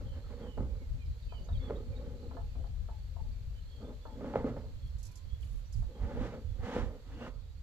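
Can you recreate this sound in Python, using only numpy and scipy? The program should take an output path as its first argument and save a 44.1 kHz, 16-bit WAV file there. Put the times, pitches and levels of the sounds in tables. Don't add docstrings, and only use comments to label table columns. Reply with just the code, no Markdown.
import sys
import numpy as np
from scipy import signal
from scipy.fft import rfft, irfft, next_fast_len
from scipy.io import wavfile
from scipy.ndimage import uniform_filter1d

SR = 44100
rng = np.random.default_rng(int(sys.argv[2]) if len(sys.argv) > 2 else 0)


def dump_mix(stems):
    frames = np.atleast_2d(stems).T
    limited = np.clip(frames, -1, 1)
    pcm = np.round(limited * 32767).astype(np.int16)
    wavfile.write(sys.argv[1], SR, pcm)


N = 336105
TIME = np.arange(N) / SR
AGE = np.arange(SR // 2) / SR


def from_db(db):
    return 10 ** (np.asarray(db) / 20)


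def rms_one(x):
    return x / np.sqrt(np.mean(x ** 2) + 1e-20)


def in_time(rows):
    s, *columns = np.transpose(rows)
    return [np.interp(TIME, s, c) for c in columns]


def at_hz(points, hz):
    f, value = np.transpose(points)
    return np.interp(np.log(hz + 1), np.log(f), value)


def drift(rate_hz):
    r = np.exp(-80 * np.pi * rate_hz / SR)
    slow = signal.lfilter([1], [1, -2 * r, r * r], rng.standard_normal(N // 40 + 2002))[2000:]
    return np.interp(np.arange(N) / 40, np.arange(len(slow)), rms_one(slow))


def cut(x, hz, kind, order=2):
    return signal.sosfilt(signal.butter(order, hz, kind, fs=SR, output="sos"), x + 1e-18)


def noise(colour, likeness):
    size = next_fast_len(N)
    hz = np.fft.rfftfreq(size, 1 / SR)
    mid, side = rfft(rng.standard_normal((2, size))) * from_db(at_hz(colour, hz))
    alike = np.clip(at_hz(likeness, hz), -1, 1)
    spectrum = np.sqrt(1 + alike) * mid + np.sqrt(1 - alike) * side * [[1], [-1]]
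    return rms_one(irfft(spectrum, size)[:, :N])


def panned(x, pan_db, lag=0):
    left, right = x * from_db(np.array([[.5], [-.5]]) * pan_db)
    return np.array([np.interp(np.arange(N) - lag, np.arange(N), left), right])


def resonate(x, modes):
    out, power = 0, 0
    for k, (hz, width, db) in enumerate(modes):
        r = np.exp(-np.pi * width / SR)
        gain = (-1) ** k * from_db(db) * (1 - r * r) / 2
        feedback = [1, -2 * r * np.cos(2 * np.pi * hz / SR), r * r]
        out = out + signal.lfilter([gain, 0, -gain], feedback, x + 1e-18)
        power += from_db(2 * db) * np.pi * width / SR
    return out / np.sqrt(power)


def burst(decay_s):
    return np.exp(-np.minimum(AGE / decay_s, 40))


def echoes(x, t60, wet_db, likeness):
    wash = noise([(100, 0), (1500, -2), (10000, -10)], likeness)
    tail = (wash * from_db(-60 * TIME / t60))[:, :SR]
    tail /= np.sqrt(np.sum(tail ** 2) / 2)
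    return x + from_db(wet_db) * signal.fftconvolve(x * np.ones((2, 1)), tail, axes=-1)[:, :N]


def add(track, s, sound):
    part = track[..., max(round(s * SR), 0):][..., :sound.shape[-1]]
    part += sound[..., :part.shape[-1]]


def glide(length_s, first_hz, last_hz, db, bend):
    along = np.linspace(0, 1, round(length_s * SR))
    pitch = (first_hz + (last_hz - first_hz) * along) * bend[:len(along)]
    arch = np.sqrt(2 * np.abs(np.sin(np.pi * along)))
    return from_db(db) * arch * np.sin(2 * np.pi * np.cumsum(pitch) / SR)


# t/s, level/dB, left minus right/dB
LIGHT_WIND = [(0.0, -40.5, 3.5), (0.4, -44, -8.5), (1.0, -43, 2), (1.8, -39, -2.5), (2.2, -44.5, 3),
              (2.6, -38, 4), (3.4, -42, 7), (3.65, -46.5, 4), (4.15, -48, 2.5), (4.5, -43, -2),
              (5.2, -44.5, -8.5), (6.3, -49, -2.5), (7.62, -47, -2)]
# peak t/s, level/dB, half length/s, left minus right/dB
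GUSTS = [(0.61, -35.5, 0.034, -6), (0.693, -38, 0.08, -5.5), (0.937, -36, 0.042, 3),
         (1.09, -33, 0.026, 2.5), (1.553, -30.5, 0.037, 2.5), (2.44, -37, 0.041, 4),
         (2.819, -36.5, 0.019, 9), (3.243, -39.5, 0.049, 9), (4.858, -35, 0.02, -10.5),
         (4.951, -40, 0.018, -7), (5.335, -38, 0.0068, -11), (5.446, -39, 0.032, -9),
         (5.548, -35.5, 0.028, -8.5), (5.805, -32.5, .055, -8), (6.038, -30, 0.023, -7),
         (6.198, -35.5, 0.04, -7), (6.498, -36.5, 0.045, -10.5), (6.612, -35.5, 0.024, -13),
         (6.842, -36.5, 0.053, -8.5), (7.378, -47.5, 0.096, -13)]
# f/Hz, level/dB
RUMBLE_COLOUR = [(12, -10), (25, -7.5), (42, 4.5), (68, 2.5), (100, -4.5), (140, -16.5), (200, -26),
                 (300, -45.5), (600, -76)]
def breeze(lull_db=2.44, swing_db=2.5, flutter_db=-12, strong_db=-29):
    wind_db, side_db = in_time(LIGHT_WIND)
    wind = panned(from_db(wind_db + lull_db * drift(7)), side_db + swing_db * drift(5))
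    for s, db, half_s, pan_db in GUSTS:
        bell = np.exp(-.5 * np.minimum(((TIME - s) / half_s) ** 2, 40))
        wind = np.hypot(wind, panned(from_db(db) * bell, pan_db))
    force = np.sqrt(wind[0] * wind[1]) / from_db(strong_db)
    swirls = noise(RUMBLE_COLOUR, [(25, 0.9), (150, 0.48)])
    power = uniform_filter1d(np.mean(swirls ** 2, axis=0), SR // 14) + 1e-9
    rumble = swirls / np.sqrt(power)
    flutter = noise([(60, -23.5), (110, 6), (160, -10.5), (250, -17.5), (500, -70.0), (1500, -65)],
                    [(25, 0.63), (150, 0.31)])
    return wind * (rumble + from_db(flutter_db) * force ** 0.58 * flutter)


# t/s, level/dB
HISS_LEVEL = [(0, -67), (7.28, -67.5), (7.33, -70)]
# f/Hz, level/dB
HISS_COLOUR = [(100, -30), (240, -11), (350, 2), (510, 11.5), (700, 2.5), (1400, 2), (2600, 0.5), (3700, 2),
               (4400, -1), (5200, -4.5), (7600, -4), (9000, -19), (11200, -10), (15000, -13)]
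# f/Hz, likeness (0 to 1)
AIR_LIKENESS = [(100, 0.85), (500, 0.17), (1200, 0), (2500, 0.041), (15000, 0)]
def valley(chorus_db=-78.5, chorus_hz=4380, spread_hz=520, flicker_db=4):
    hiss_db, = in_time(HISS_LEVEL)
    hiss = from_db(hiss_db) * noise(HISS_COLOUR, AIR_LIKENESS)
    chorus = 0
    for hz in chorus_hz + spread_hz * np.linspace(-.5, .5, 5):
        flicker = from_db(flicker_db * drift(45))
        chorus = chorus + flicker * resonate(rng.standard_normal((2, N)), [(hz, 130, 0)])
    return panned(hiss, pan_db=-2.0) + panned(from_db(chorus_db) * rms_one(chorus), pan_db=-10.5)


# t/s, length/s, first f/Hz, last f/Hz, level/dB
TRILLS = [(0.0, 0.48, 4130, 4470, -76.5), (1.052, 0.21, 3830, 4560, -77), (1.2, 0.3, 4600, 4570, -74),
          (1.505, 0.22, 4500, 4400, -74.5), (1.761, 0.34, 4360, 4170, -78.5),
          (2.149, 0.16, 4000, 4360, -74), (2.226, 0.36, 3740, 4710, -79), (2.848, .3, 4180, 4520, -79),
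          (3.206, .18, 3500, 4570, -86), (3.579, 0.2, 4010, 4500, -73), (3.717, 0.15, 4440, 4270, -78),
          (3.922, .18, 4150, 4270, -81), (4.392, 0.99, 4300, 4150, -79)]
def trilling_bird(boost_db=1.0, pips_per_s=44, pip_fall=.07, pip_width=0.17, stumble=0.2):
    song, wobble = np.zeros(N), 1 + 0.0298 * drift(210)
    for s, *note in TRILLS:
        pip_count = TIME[:SR] * pips_per_s + stumble * drift(14.6)[:SR] + rng.random()
        within = pip_count % 1 - .5
        tone = glide(*note, np.roll(wobble, -round(s * SR))[:SR] - pip_fall * within)
        pips = rms_one(np.exp(-.5 * (within[:len(tone)] / pip_width) ** 2))
        add(song, s, tone * pips)
    blurred = echoes(from_db(boost_db) * song, t60=0.3, wet_db=-4.5, likeness=AIR_LIKENESS)
    return panned(blurred, pan_db=-3.5)


# f/Hz, width/Hz, level/dB
PEN_NOTES = [(115.7, 24, -2.5), (180, 44.5, -6), (250, 56, -2.5), (391.5, 42, -5), (458.4, 106, -1.5),
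             (515, 71, 1), (574, 45.5, -3.5), (733, 24, -15.5), (829, 30, -10), (1095, 37, -14.5),
             (1227, 92, -15), (1550, 70, -22), (2060, 41, -18)]
# f/Hz, level/dB
RASP_COLOUR = [(500, -35), (720, 13.5), (1100, 8.5), (1900, 6.5), (2500, -1.5), (3200, -0.5), (4500, -9),
               (7000, -12.5), (9000, -24), (12000, -27), (15000, -49)]
# f/Hz, likeness (0 to 1)
SHED_LIKENESS = [(250, 0.94), (500, 1), (1000, 0.79), (2000, 0.92), (5000, 0.077)]
# full push t/s, level/dB, swell/s, hold/s, fade/s, rasp/dB, rubbed spot f/Hz, spot/dB
SCRAPES = [(0.01, -54, 0.1, 0.013, 0.16, -16.5, 815, -15), (0.142, -56.5, 0.071, 0.039, 0.1, -12, 510, 0),
           (0.256, -58.5, .03, .01, .05, -15, 1280, -3), (0.304, -54, 0.071, 0.033, 0.095, -13.5, 478, -1),
           (0.398, -52, 0.14, .07, 0.12, -16, 474, -6.5),
           (0.575, -47.5, 0.021, 0.0051, 0.34, -37, 853, -22),
           (1.404, -62.5, 0.098, 0.027, 0.3, -23, 558, -0.5), (1.626, -57, 0.078, .03, .06, -11, 510, -6),
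           (1.683, -46, 0.054, 0.025, 0.22, -19, 458, -7),
           (1.998, -52.5, 0.25, 0.074, 0.22, -19.5, 520, -6),
           (2.226, -54, 0.087, 0.12, 0.17, -40.5, 1220, -24),
           (2.552, -60, 0.032, 0.028, 0.21, -32, 660, -6.5), (3.187, -69.5, 0.1, 0.12, 0.19, -30, 687, -14),
           (3.818, -51.5, 0.069, 0.095, 0.073, -26, 424, -6),
           (4.258, -46, 0.2, 0.14, 0.2, -15.5, 262, -3.5),
           (4.354, -41.5, 0.018, 0.016, 0.082, -16, 890, -3),
           (4.464, -42.5, 0.027, 0.026, 0.093, -16, 1320, -17.5),
           (4.567, -48, .012, 0.012, 0.12, -18, 910, -10), (6.038, -47, 0.14, 0.14, 0.11, -14.5, 835, -9.5),
           (6.22, -43, 0.14, 0.05, 0.066, -12.5, 248, -8), (6.26, -48, 0.19, 0.089, 0.1, -13.5, 2300, -24),
           (6.651, -44.5, 0.077, 0.11, 0.18, -9.5, 750, -9.5),
           (6.741, -41.5, 0.12, 0.055, 0.15, -10, 513, -3),
           (7.115, -57.5, 0.15, 0.026, 0.063, -9, 1290, -13),
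           (7.22, -50.5, 0.12, 0.062, 0.041, -7, 2790, -13)]
def scraping(boards_db=3.0, rasp_db=4.5, rasp_growth=1.37, drop_db=17.5, muffle_hz=2600):
    slips = rms_one(from_db(-0.36 * drift(130) + 2.05 * drift(14)))
    friction = noise([(100, 13.5), (700, 0), (3000, -12.5)], SHED_LIKENESS)
    boards = 0
    for k, (hz, width, db) in enumerate(PEN_NOTES):
        share = from_db(db + 1.8 * drift(6.3)) * np.sqrt(width) * (-1) ** k
        boards = boards + share * resonate(friction, [(hz, width, 0)])
    effort, scrape, spots = from_db(-74.5), from_db(-82 - rasp_db), 0
    contact = noise([(100, 0), (3000, 0)], SHED_LIKENESS)
    for s, db, swell_s, hold_s, fade_s, bright_db, spot_hz, spot_db in SCRAPES:
        away = np.maximum((s - TIME) / swell_s, (TIME - s - hold_s) / fade_s)
        shape_db = -drop_db * np.clip(away, 0, 5) ** 0.94
        effort = np.hypot(effort, from_db(db + shape_db))
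        scrape = np.hypot(scrape, from_db(db + bright_db + rasp_growth * shape_db))
        spot = [(spot_hz, 0.14 * spot_hz, 0)]
        spot_sound = rms_one(resonate(resonate(contact, spot), spot))
        spots = spots + from_db(db + spot_db + shape_db) * spot_sound
    grit = noise(RASP_COLOUR, SHED_LIKENESS)
    raspiness = np.minimum(scrape / effort / from_db(-12), 1)
    dull_grit = cut(grit, muffle_hz, "low", order=1)
    rasp = from_db(rasp_db) * scrape * (raspiness * grit + (1 - raspiness) * dull_grit)
    shake = from_db(boards_db) * effort * rms_one(cut(boards, 164, "high"))
    return slips * (shake + spots) + panned(rasp, pan_db=-0.5)


# t/s, level/dB, brightness/Hz, rattle decay/s, board f/Hz, board ring/dB
BUMPS = [(0.01, -43, 900, 0.01, 505, 5), (0.438, -41, 1190, 0.0063, 490, 7),
         (0.578, -32, 730, 0.031, 515, 18), (0.583, -39.5, 900, 0.0091, 850, 21.5),
         (0.606, -30.5, 300, 0.012, 201, 22.5), (0.755, -48, 650, 0.014, 530, 10),
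         (1.7, -27.5, 640, 0.016, 480, 15.5), (1.707, -27.5, 575, 0.018, 473, 20.5),
         (2.349, -36, 300, 0.016, 540, 13), (4.209, -32.5, 1096, 0.013, 504, 7),
         (4.245, -34.5, 1800, 0.011, 530, 11), (4.338, -27.5, 1000, 0.026, 800, 13),
         (4.3573, -19.5, 1050, 0.017, 518, 19.5), (4.444, -17.5, 212, 0.047, 243, 15),
         (4.478, -34, 704, 0.019, 506, 6), (4.567, -33.5, 1000, 0.014, 587, 13),
         (6.21, -27, 250, .015, 250, 17), (6.339, -33, 670, 0.035, 460, 12),
         (6.633, -38.5, 1200, 0.016, 590, 10), (6.764, -29, 1000, 0.013, 483, 22.5),
         (7.213, -36, 1000, 0.015, 497, 12), (7.265, -28, 1300, 0.012, 560, 4)]
def bumps(thump_db=17, rattle_db=-5, ring_width_hz=95, muffle_hz=2300):
    force, ring = np.zeros(N), np.zeros(N)
    for s, db, bright_hz, decay_s, board_hz, board_db in BUMPS:
        click_and_noise = np.array([AGE == 0, rng.standard_normal(len(AGE)) * burst(decay_s)])
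        push, rattle = from_db(db) * cut(click_and_noise, bright_hz, "low", order=1)
        add(force, s, from_db(thump_db) * push + from_db(rattle_db) * rattle)
        add(ring, s, from_db(board_db) * resonate(push, [(board_hz, ring_width_hz, 0)]))
    shake = cut(resonate(force, PEN_NOTES) + ring, 92, "high")
    return echoes(cut(shake, muffle_hz, "low"), t60=0.48, wet_db=-13.0, likeness=SHED_LIKENESS)


# t/s, length/s, first f/Hz, last f/Hz, level/dB, raspiness (0 to 1)
WHISTLES = [(0.05, 0.12, 3100, 3100, -74, 0.6), (0.405, 0.19, 3260, 2860, -74, 0.4),
            (0.64, 0.12, 2680, 2260, -86, 0.05), (0.785, 0.12, 2300, 1980, -82, 0),
            (0.975, 0.1, 2580, 2220, -76, 0), (1.01, 0.053, 3180, 3050, -81, 0),
            (1.044, 0.035, 5530, 4600, -79, 0), (1.222, 0.032, 3920, 3550, -74, 0.8),
            (1.265, 0.1, 2780, 2200, -77, 0.1), (1.28, 0.065, 3000, 3160, -77, 0.4),
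            (1.327, 0.075, 3220, 2840, -68.5, 0.16), (1.438, 0.026, 6360, 6280, -74, 0.15),
            (1.484, 0.018, 3850, 3720, -73, 0.3), (1.524, 0.021, 3740, 3620, -67.5, .4),
            (1.52, 0.058, 3560, 3100, -71, 0.5), (1.52, 0.065, 2700, 2170, -80, 0.2),
            (1.58, 0.053, 2180, 2170, -74, 0.2), (1.574, 0.011, 3600, 3930, -69, 0.5),
            (1.595, 0.1, 3460, 3410, -70, 0.24), (1.682, .016, 3450, 2880, -74, .1),
            (1.756, 0.022, 3660, 3880, -74, 0.5), (1.91, 0.058, 2480, 2200, -81, 0.1),
            (1.96, 0.025, 3740, 3840, -71, 0.25), (2.24, 0.08, 3000, 2250, -83, 0),
            (2.44, 0.15, 2780, 2300, -84, 0.1), (2.59, 0.16, 3130, 3230, -87, 0),
            (3.31, 0.072, 2480, 2170, -86, 0.2), (3.55, 0.061, 3110, 2980, -75.5, 0.03),
            (3.68, 0.18, 3300, 3200, -77.5, 0.4), (3.82, 0.095, 3500, 3550, -80, 0),
            (3.91, 0.057, 3800, 3940, -88, 0.1), (4.01, 0.07, 3460, 3480, -78, 0),
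            (4.08, 0.12, 3220, 3460, -81, 0.2), (4.555, 0.075, 5600, 4670, -86, 0.03),
            (4.782, 0.12, 3440, 3250, -80, 0.22), (4.89, 0.02, 5370, 5320, -79, 0.4),
            (5.03, 0.12, 2650, 2310, -82, 0.2), (5.26, 0.14, 3240, 3400, -80, 0.06),
            (5.424, 0.017, 3460, 2160, -71, 1), (5.655, 0.037, 5460, 6540, -76, 0.4),
            (5.727, 0.026, 5760, 4470, -73, 0.1), (5.935, 0.072, 3250, 3210, -78, 0.12),
            (6.47, 0.11, 3450, 3370, -82.5, 0), (7.02, .14, 3300, 2980, -88, 0.2),
            (7.35, 0.15, 3540, 3370, -89, 0)]
def whistling_birds(boost_db=4.0, waver=0.0046, rasp_depth=0.049, flutter_db=2.5):
    song, wobble, buzz = np.zeros(N), 1 + waver * drift(52), rasp_depth * drift(207)
    for s, *note, raspy in list(WHISTLES) + far_whistles():
        add(song, s, glide(*note, np.roll(wobble + raspy * buzz, -round(s * SR))))
    song *= from_db(boost_db + flutter_db * drift(39))
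    blurred = echoes(song, t60=0.42, wet_db=-10, likeness=AIR_LIKENESS)
    return panned(blurred, pan_db=-11.0, lag=10.2)


def far_whistles(per_s=3.3, length_s=0.12, middle_hz=3570, db=-87, raspy=0.16):
    notes = []
    for k, (late, pitch, slide) in enumerate(rng.uniform(-1, 1, size=(40, 3))):
        s = (k + .5 + late / 2) / per_s
        hz = middle_hz * 2 ** (0.26 * pitch)
        if s < TIME[-1]:
            notes.append((s, length_s, hz, hz * 2 ** (0.13 * slide), db, raspy))
    return notes


# f/Hz, width/Hz, level/dB
WOOD_NOTES = [(447, 96, 2), (684, 36, 8.5), (775, 78, 2.5), (1000, 114, 1.5), (1087, 35, 3),
              (1290, 160, -2.5), (1730, 36, -4)]
# t/s, level/dB, lingering ring/dB, ring f/Hz, brightness/Hz
KNOCKS = [(1.322, -46, -25, 890, 1500), (1.487, -45.5, -24, 900, 1810), (2.311, -49, -16, 825, 1800),
          (2.368, -42.5, -12.5, 880, 1800), (2.553, -55.5, -11, 800, 1600), (2.640, -50.5, -7, 810, 1300),
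          (2.886, -48, -5.5, 890, 1600), (3.162, -49.5, -2.5, 917, 1090), (4.053, -44, -8, 904, 1490),
          (5.823, -53.5, -20, 890, 1600)]
def knocks(strike_db=19, scatter_db=-3.5, ring_s=0.34, rise_s=0.0038, sag_per_s=0.58, twin_ratio=0.89):
    strikes, notes = np.zeros((2, N)), np.zeros(N)
    ring_shape = burst(ring_s / np.log(1000)) - burst(rise_s)
    for s, db, linger_db, hz, bright_hz in KNOCKS:
        scatter = from_db(scatter_db) * rng.standard_normal((2, len(AGE))) * burst(0.013)
        force = scatter + from_db(strike_db) * (AGE == 0)
        add(strikes, s, from_db(db) * cut(resonate(force, WOOD_NOTES), bright_hz, "low", order=4))
        cycles = hz * np.cumsum(1 - sag_per_s * AGE + 0.017 * drift(120)[:len(AGE)]) / SR
        twin = from_db(-11) * np.sin(2 * np.pi * (twin_ratio * cycles + rng.random()))
        pair = np.sin(2 * np.pi * cycles) + twin
        add(notes, s, from_db(db + linger_db - 3) * ring_shape * pair)
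    flicker = from_db(5.0 * drift(64))
    return echoes(strikes + notes * flicker, t60=0.21, wet_db=-8.0, likeness=AIR_LIKENESS)


# t/s, level/dB, run length/s, snap decay/s, lowest f/Hz
SNAP_RUNS = [(4.87, -57, 0.0039, .009, 11000), (4.983, -65.5, .005, 0.027, 4500),
             (5.028, -51, 0.05, 0.011, 5800), (5.113, -59, .005, .01, 7000),
             (5.155, -51, 0.031, 0.0074, 5200), (5.404, -63, 0.21, 0.02, 9700),
             (5.724, -54, .005, 0.014, 6000), (5.763, -64.5, 0.074, 0.011, 5740)]
def stalks(gap_s=0.021, rise_s=0.0014, run_loss_db=6):
    splinters = noise([(2500, -12), (4500, 11.0), (5600, 13.0), (7500, 10.5), (9200, -3),
                       (11300, 6.0), (15000, -24)], AIR_LIKENESS)
    snaps = np.zeros((2, N))
    for start, db, run_s, decay_s, low_hz in SNAP_RUNS:
        shape = burst(decay_s) - burst(rise_s)
        for after, (late, chance_db) in zip(np.arange(0, run_s, gap_s), rng.standard_normal((40, 2))):
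            s = start + after + 0.17 * late * min(after, gap_s)
            shower = cut(splinters[:, round(s * SR):][:, :len(AGE)], low_hz, "high")
            add(snaps, s, from_db(db - run_loss_db * after / run_s + chance_db) * shape * shower)
    return echoes(panned(snaps, pan_db=-6.5, lag=9.2), t60=0.15, wet_db=-4.5, likeness=AIR_LIKENESS)


# t/s, length/s, first f/Hz, last f/Hz, level/dB
CRY_NOTES = [(5.03, 0.24, 930, 1090, -80), (5.419, 0.207, 1183, 1110, -79.5)]
def far_cry(waver=0.018):
    cry, wobble = np.zeros(N), 1 + waver * drift(90)
    for s, *note in CRY_NOTES:
        add(cry, s, glide(*note, np.roll(wobble, -round(s * SR))))
    return echoes(cry, t60=0.36, wet_db=-5, likeness=AIR_LIKENESS)


def scene():
    shed = panned(scraping() + bumps(), pan_db=-1.1, lag=4.14)
    farm = shed + panned(knocks(), pan_db=-1.7, lag=2.4) + stalks()
    return farm + whistling_birds() + trilling_bird() + far_cry() + breeze() + valley()


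def record(dry, top_hz=15500):
    return signal.sosfilt(signal.ellip(12, .1, 80, top_hz, fs=SR, output="sos"), dry)


dry = scene()
out = record(dry)
dump_mix(out)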